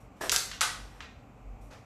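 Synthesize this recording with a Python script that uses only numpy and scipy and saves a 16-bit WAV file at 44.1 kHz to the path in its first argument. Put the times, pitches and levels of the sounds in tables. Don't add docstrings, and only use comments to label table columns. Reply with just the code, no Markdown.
import sys
import numpy as np
from scipy import signal
from scipy.fft import irfft
from scipy.io import wavfile

SR = 44100
rng = np.random.default_rng(int(sys.argv[2]) if len(sys.argv) > 2 else 0)


def pcm_store(signal):
    levels = np.round(np.clip(np.atleast_2d(signal), -1, 1) * 32767)
    wavfile.write(sys.argv[1], SR, levels.astype(np.int16).T)


N = 81585
T = np.arange(N) / SR
HZ = np.fft.rfftfreq(N, 1 / SR)


def amp(db):
    return 10 ** (np.asarray(db) / 20)


def curve_at(points, hz):
    f, value = np.transpose(points)
    return np.interp(np.log(hz + 1), np.log(f + 1), value)


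def unit(x):
    return x / np.sqrt(np.sum(x ** 2) + 1e-30)


def conv(a, b):
    return np.pad(signal.fftconvolve(a, b), (0, N))[:N]


def add(mix, start_s, sound):
    part = mix[max(round(start_s * SR), 0):][:len(sound)]
    part += sound[:len(part)]


def noise(gain):
    return unit(irfft(gain * np.exp(2j * np.pi * rng.random(len(HZ))), N)) * np.sqrt(N)


def pulse(spectrum, tilt_db=0, top_hz=SR, low_hz=1, size=2048):
    hz = np.maximum(abs(np.fft.fftfreq(size, 1 / SR)), SR / size)
    gain = amp(curve_at(spectrum, hz) + tilt_db * np.log2(np.maximum(hz, 1000) / 1000))
    gain = gain / np.sqrt(1 + (hz / top_hz) ** 4 + (low_hz / hz) ** 6) + 1e-5
    log_response = np.conj(signal.hilbert(np.log(gain)))
    return unit(np.fft.ifft(np.exp(log_response)).real)


def ring(modes, rise_s, pitch=1, top_hz=SR):
    t = T[:SR // 2]
    tones = np.zeros(len(t))
    for k, (hz, db, t60) in enumerate(modes):
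        mode = amp(db - 60 * t / t60) * np.sin(2 * np.pi * hz * pitch * t)
        tones += (-1) ** k * mode / np.hypot(1, (hz * pitch / top_hz) ** 2)
    return unit(tones * np.minimum(t / rise_s, 1))


def burst(t60_s, rise_s):
    t = T[:SR // 4]
    envelope = np.minimum((t + 1 / SR) / rise_s, 1) * amp(-60 * t / t60_s)
    return unit(rng.choice([-1., 1.], len(t)) * envelope)


# (frequency [Hz], relative level [dB])
AIR_SPECTRUM = [(22, -63.5), (32, -39), (42, -3.5), (60, -10), (85, -11), (125, -8.5), (165, -20),
                (240, -14), (350, -26), (450, -21), (700, -23), (950, -27.5), (1150, -26), (1750, -38.5),
                (2450, -33), (3400, -48), (5200, -51), (7500, -47.5), (9700, -61.5), (12000, -55),
                (15000, -61.5)]
# (centre frequency [Hz], bandwidth [Hz], level before any swell [dB])
HUM_BANDS = [(46.6, 9, -51.5), (99.6, 6.9, -60.5), (195.4, 6, -71.5), (284.2, 27, -68), (770.5, 120, -67)]
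# (time [s], gain [dB])
RUMBLE_SWELL = [(0, -19), (0.27, 3), (0.52, -8.5), (0.65, -5), (0.93, 5.5), (1.1, -9.5), (1.35, -10.5),
                (1.52, 4.5), (1.85, -9.5)]
def background(air_db=-52.5):
    bands = [amp(db) * noise(1 / (1 + (2 * (HZ - hz) / width) ** 4)) for hz, width, db in HUM_BANDS]
    swell = amp(np.interp(T, *np.transpose(RUMBLE_SWELL)))
    air = amp(air_db) * noise(amp(curve_at(AIR_SPECTRUM, HZ)))
    return air + sum(bands[:2]) * swell + sum(bands[2:])


# (frequency [Hz], relative level [dB])
HISS_SPECTRUM = [(200, -12.5), (1700, -3), (2600, -6), (3600, -5.5), (4800, -10.5), (5800, -2.5),
                 (6600, -6), (7900, -2), (9400, -10.5), (11500, -4.5), (15000, -16.5)]
# (frequency [Hz], relative level [dB], T60 [s])
HISS_MODES = [(5810, 0, .015), (8134, -1.5, 0.013), (9300, -0.5, 0.017)]
# (start [s], duration [s], initial level [dB], level change [dB], tilt [dB/octave])
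HISSES = [(0, 0.071, -66.5, -13, 0.5), (0.159, 0.052, -67.5, 1.5, -4.5), (0.2063, 0.081, -38, -5.5, -3),
          (0.367, 0.68, -58, -2.5, -5.5), (1.607, 0.088, -68, -4.5, 0.5)]
def hisses(attack_s=0.0092, release_s=0.01, grain_db=3, modes_db=-14):
    out = np.zeros(N)
    resonance = amp(modes_db) * ring(HISS_MODES, rise_s=0.0001)
    resonance[0] += 1
    for start, length, db, change_db, tilt_db in HISSES:
        grains = rng.standard_normal(N) * amp(grain_db * rng.standard_normal(N))
        hiss = unit(conv(conv(grains, resonance), pulse(HISS_SPECTRUM, tilt_db))) * np.sqrt(N)
        envelope = np.minimum(T / attack_s, 1) * np.exp(-np.maximum(T - length, 0) / release_s)
        add(out, start, hiss * envelope * amp(db + change_db * np.minimum(T / length, 1)))
    return out


# (frequency [Hz], relative level [dB])
BOARD_SPECTRUM = [(100, -17), (280, -13), (400, -2.5), (650, -4), (1100, -9.5), (1750, -7), (2300, -24),
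                  (5000, -16.5), (14000, -38.5)]
# (frequency [Hz], relative level [dB], T60 [s])
BOARD_MODES = [(384, 0, 0.12), (478, 1.5, 0.15), (660, 0, 0.12), (735, -11, .55), (920, -9, 0.08),
               (1167, -12.5, 0.13), (1704, 1.5, 0.115), (1972, -6, 0.065)]
# (time [s], board level [dB], room level [dB], upper cutoff [Hz])
BUMPS = [(0.2105, -8, -10.5, 3000), (0.2170, -12, -15, 6040), (0.2350, -8, -17, 2200),
         (0.2612, -14, -20.5, 9270), (0.3207, -13, -16, 1000)]
def bumps(rise_s=0.00017, modes_db=0.5, contact_db=-9.5):
    out = np.zeros(N)
    for start, board_db, room_db, top_hz in BUMPS:
        blow = pulse(BOARD_SPECTRUM, top_hz=top_hz)
        wood = unit(conv(burst(t60_s=0.06, rise_s=rise_s), blow))
        add(wood, 0, amp(modes_db) * ring(BOARD_MODES, rise_s, top_hz=top_hz))
        add(wood, 0, amp(contact_db) * blow)
        add(out, start, amp(board_db) * unit(wood) + amp(room_db) * conv(room(), blow))
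    return out


# (frequency [Hz], T60 [s])
ROOM_T60 = [(200, 0.98), (700, 0.45), (1700, 0.47), (4500, 0.48), (8000, 0.4), (13000, 0.38)]
# (frequency [Hz], relative level [dB], T60 [s])
LONG_MODES = [(476, 2.5, 0.46), (731, 7, 0.75), (1210, 2, .5), (1375, -5, .45), (1570, -6, 0.56),
              (1936, 0, 0.8), (2960, -1, 0.47), (4054, -1, .42), (5005, 1, .42), (5150, -1, 0.45),
              (5583, 1.5, 0.55), (5640, 0.5, 0.55), (5910, -0.5, .45), (7154, -3, .38), (8100, -0.5, 0.36)]
def room(delay_s=0.004, rise_s=0.014, modes_db=-22.5):
    hz, t, spectra = signal.stft(rng.choice([-1., 1.], N), SR, nperseg=256)
    decay = amp(-60 * t / curve_at(ROOM_T60, hz)[:, None])
    tail = signal.istft(spectra * decay, SR, nperseg=256)[1][:N]
    modes = sum(amp(db - 60 * T / t60) * np.sin(2 * np.pi * (f * T + rng.random()))
                for f, db, t60 in LONG_MODES)
    build_up = np.clip((T - delay_s) / rise_s, 0, 1)
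    return unit((unit(tail) + amp(modes_db) * unit(modes)) * build_up)


# (frequency [Hz], relative level [dB])
CLICK_SPECTRUM = [(100, -36), (650, -22.5), (1050, -8), (1500, -6.5), (3000, -3.5), (5800, -1),
                  (7600, -5.5), (9500, -6), (12000, -13), (15000, -21.5)]
# (frequency [Hz], relative level [dB], T60 [s])
DISC_MODES = [(3955, -15.5, 0.00061), (5800, -3, 0.0025), (7940, 9, 0.0032)]
ECHOES = [(0.331, 0.19), (0.999, 0.38), (1.42, 0.19), (1.6, 0.22)]
def click(tilt_db, top_hz, echo_s, scatter_db=-6, low_hz=1, modes_db=-13):
    paths = amp(scatter_db) * burst(t60_s=0.055, rise_s=0.00017)
    paths[0] += 1
    for share, gain in ECHOES:
        add(paths, share * echo_s, np.array([gain]))
    disc = amp(modes_db) * ring(DISC_MODES, rise_s=0.0001)
    disc[0] += 1
    contact = pulse(CLICK_SPECTRUM, tilt_db, top_hz, low_hz)
    return conv(paths, unit(conv(disc, contact)))


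# (time [s], click level [dB], room level [dB], tilt [dB/octave],
# lower cutoff [Hz], upper cutoff [Hz], echo delay [s], scatter level [dB])
CLACKS = [(0.2955, -0.3, -4.5, -0.5, 300, 8700, 0.0031, -3.5), (0.3179, -2, 1, 2, 1210, 21500, 0.0034, -4),
          (0.3622, 1.7, 0, 1.9, 1210, 14900, .0045, -8),
          (0.5150, -16.5, -12.5, -4.5, 1290, 5500, 0.0032, 0.5),
          (1.0054, -23, -15.5, -3.7, 699, 3150, 0.0037, 7)]
def clacks():
    out = np.zeros(N)
    for start, click_db, room_db, tilt_db, low_hz, top_hz, echo_s, scatter_db in CLACKS:
        add(out, start, amp(click_db) * click(tilt_db, top_hz, echo_s, scatter_db, low_hz))
        reverberation = conv(room(), unit(click(tilt_db, top_hz, echo_s, low_hz=low_hz)))
        add(out, start, amp(room_db) * reverberation)
    return out


# (frequency at pitch 1 [Hz], relative level [dB])
FRAME_SPECTRUM = [(100, -20), (400, -20.5), (750, -15), (1050, -2), (1330, -1.8), (1700, -3.2), (2400, -5),
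                  (4000, -5.5), (6500, -6), (9600, -7.5), (12000, -13), (15000, -34)]
# (frequency at pitch 1 [Hz], relative level [dB], T60 [s])
FRAME_MODES = [(540, -21.5, 0.12), (713.6, -20.5, 0.11), (877, -13.5, 0.11), (1130, -15, 0.052),
               (1300, 1.5, 0.033), (1453, 3.5, 0.017), (1555, -13, 0.14), (1914, -12, 0.1),
               (2118, -17.5, 0.084), (3394, -16.5, 0.099), (3876, -14, 0.068), (4760, -19.5, 0.09),
               (6180, -10, 0.033), (8700, -12.5, 0.07)]
# (time [s], click level [dB], wood level [dB], room level [dB], # tilt
# [dB/octave], upper cutoff [Hz], pitch [ratio])
KNOCKS = [(0.3207, -5, -0.3, 2.3, 2.2, 20000, 1.06), (0.6093, -2, 4.1, 5, 0.7, 10300, 1.0)]
def knocks(rise_s=0.0028, wood_delay_s=0.0012, modes_db=-3.5, room_modes_db=-5):
    out = np.zeros(N)
    for start, click_db, wood_db, room_db, tilt_db, top_hz, pitch in KNOCKS:
        blow = pulse([(hz * pitch, db) for hz, db in FRAME_SPECTRUM], tilt_db, top_hz)
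        note = ring(FRAME_MODES, rise_s, pitch, top_hz)
        wood = unit(conv(burst(t60_s=0.083, rise_s=rise_s), blow))
        add(wood, 0, amp(modes_db) * note)
        radiated = amp(room_modes_db) * note
        add(radiated, 0, blow)
        add(out, start, amp(click_db) * click(tilt_db - 1, top_hz, echo_s=0.0054))
        reverberation = conv(room(), unit(radiated))
        add(out, start + wood_delay_s, amp(wood_db) * unit(wood) + amp(room_db) * reverberation)
    return out


# (frequency [Hz], relative level [dB])
BRUSH_SPECTRUM = [(150, 4.5), (700, 6), (2000, 1.5), (3500, -5.5), (6000, -6), (9000, -16), (12000, -20),
                  (15000, -34)]
# (time [s], level [dB])
BRUSH_ENVELOPE = [(1.702, -72), (1.71, -54), (1.735, -51.5), (1.765, -56), (1.85, -68)]
def hand_brush():
    times, db = np.transpose(BRUSH_ENVELOPE)
    envelope = amp(np.interp(T, times, db)) * (T > times[0])
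    return noise(amp(curve_at(BRUSH_SPECTRUM, HZ))) * envelope


def scene():
    return (clacks() + knocks() + bumps() + hisses() + hand_brush() + background())[None]


def record(dry, centre_hz=5700, width_hz=3400, cutoff_hz=15100):
    radius = np.exp(-np.pi * width_hz / SR)
    denominator = [1, -2 * radius * np.cos(2 * np.pi * centre_hz / SR), radius ** 2]
    dispersed = signal.lfilter(denominator[::-1], denominator, dry)
    low_pass = signal.firwin(161, cutoff_hz, window=("kaiser", 9), fs=SR)
    return signal.oaconvolve(dispersed, low_pass[None], "same")


dry = scene()
out = record(dry)
pcm_store(out)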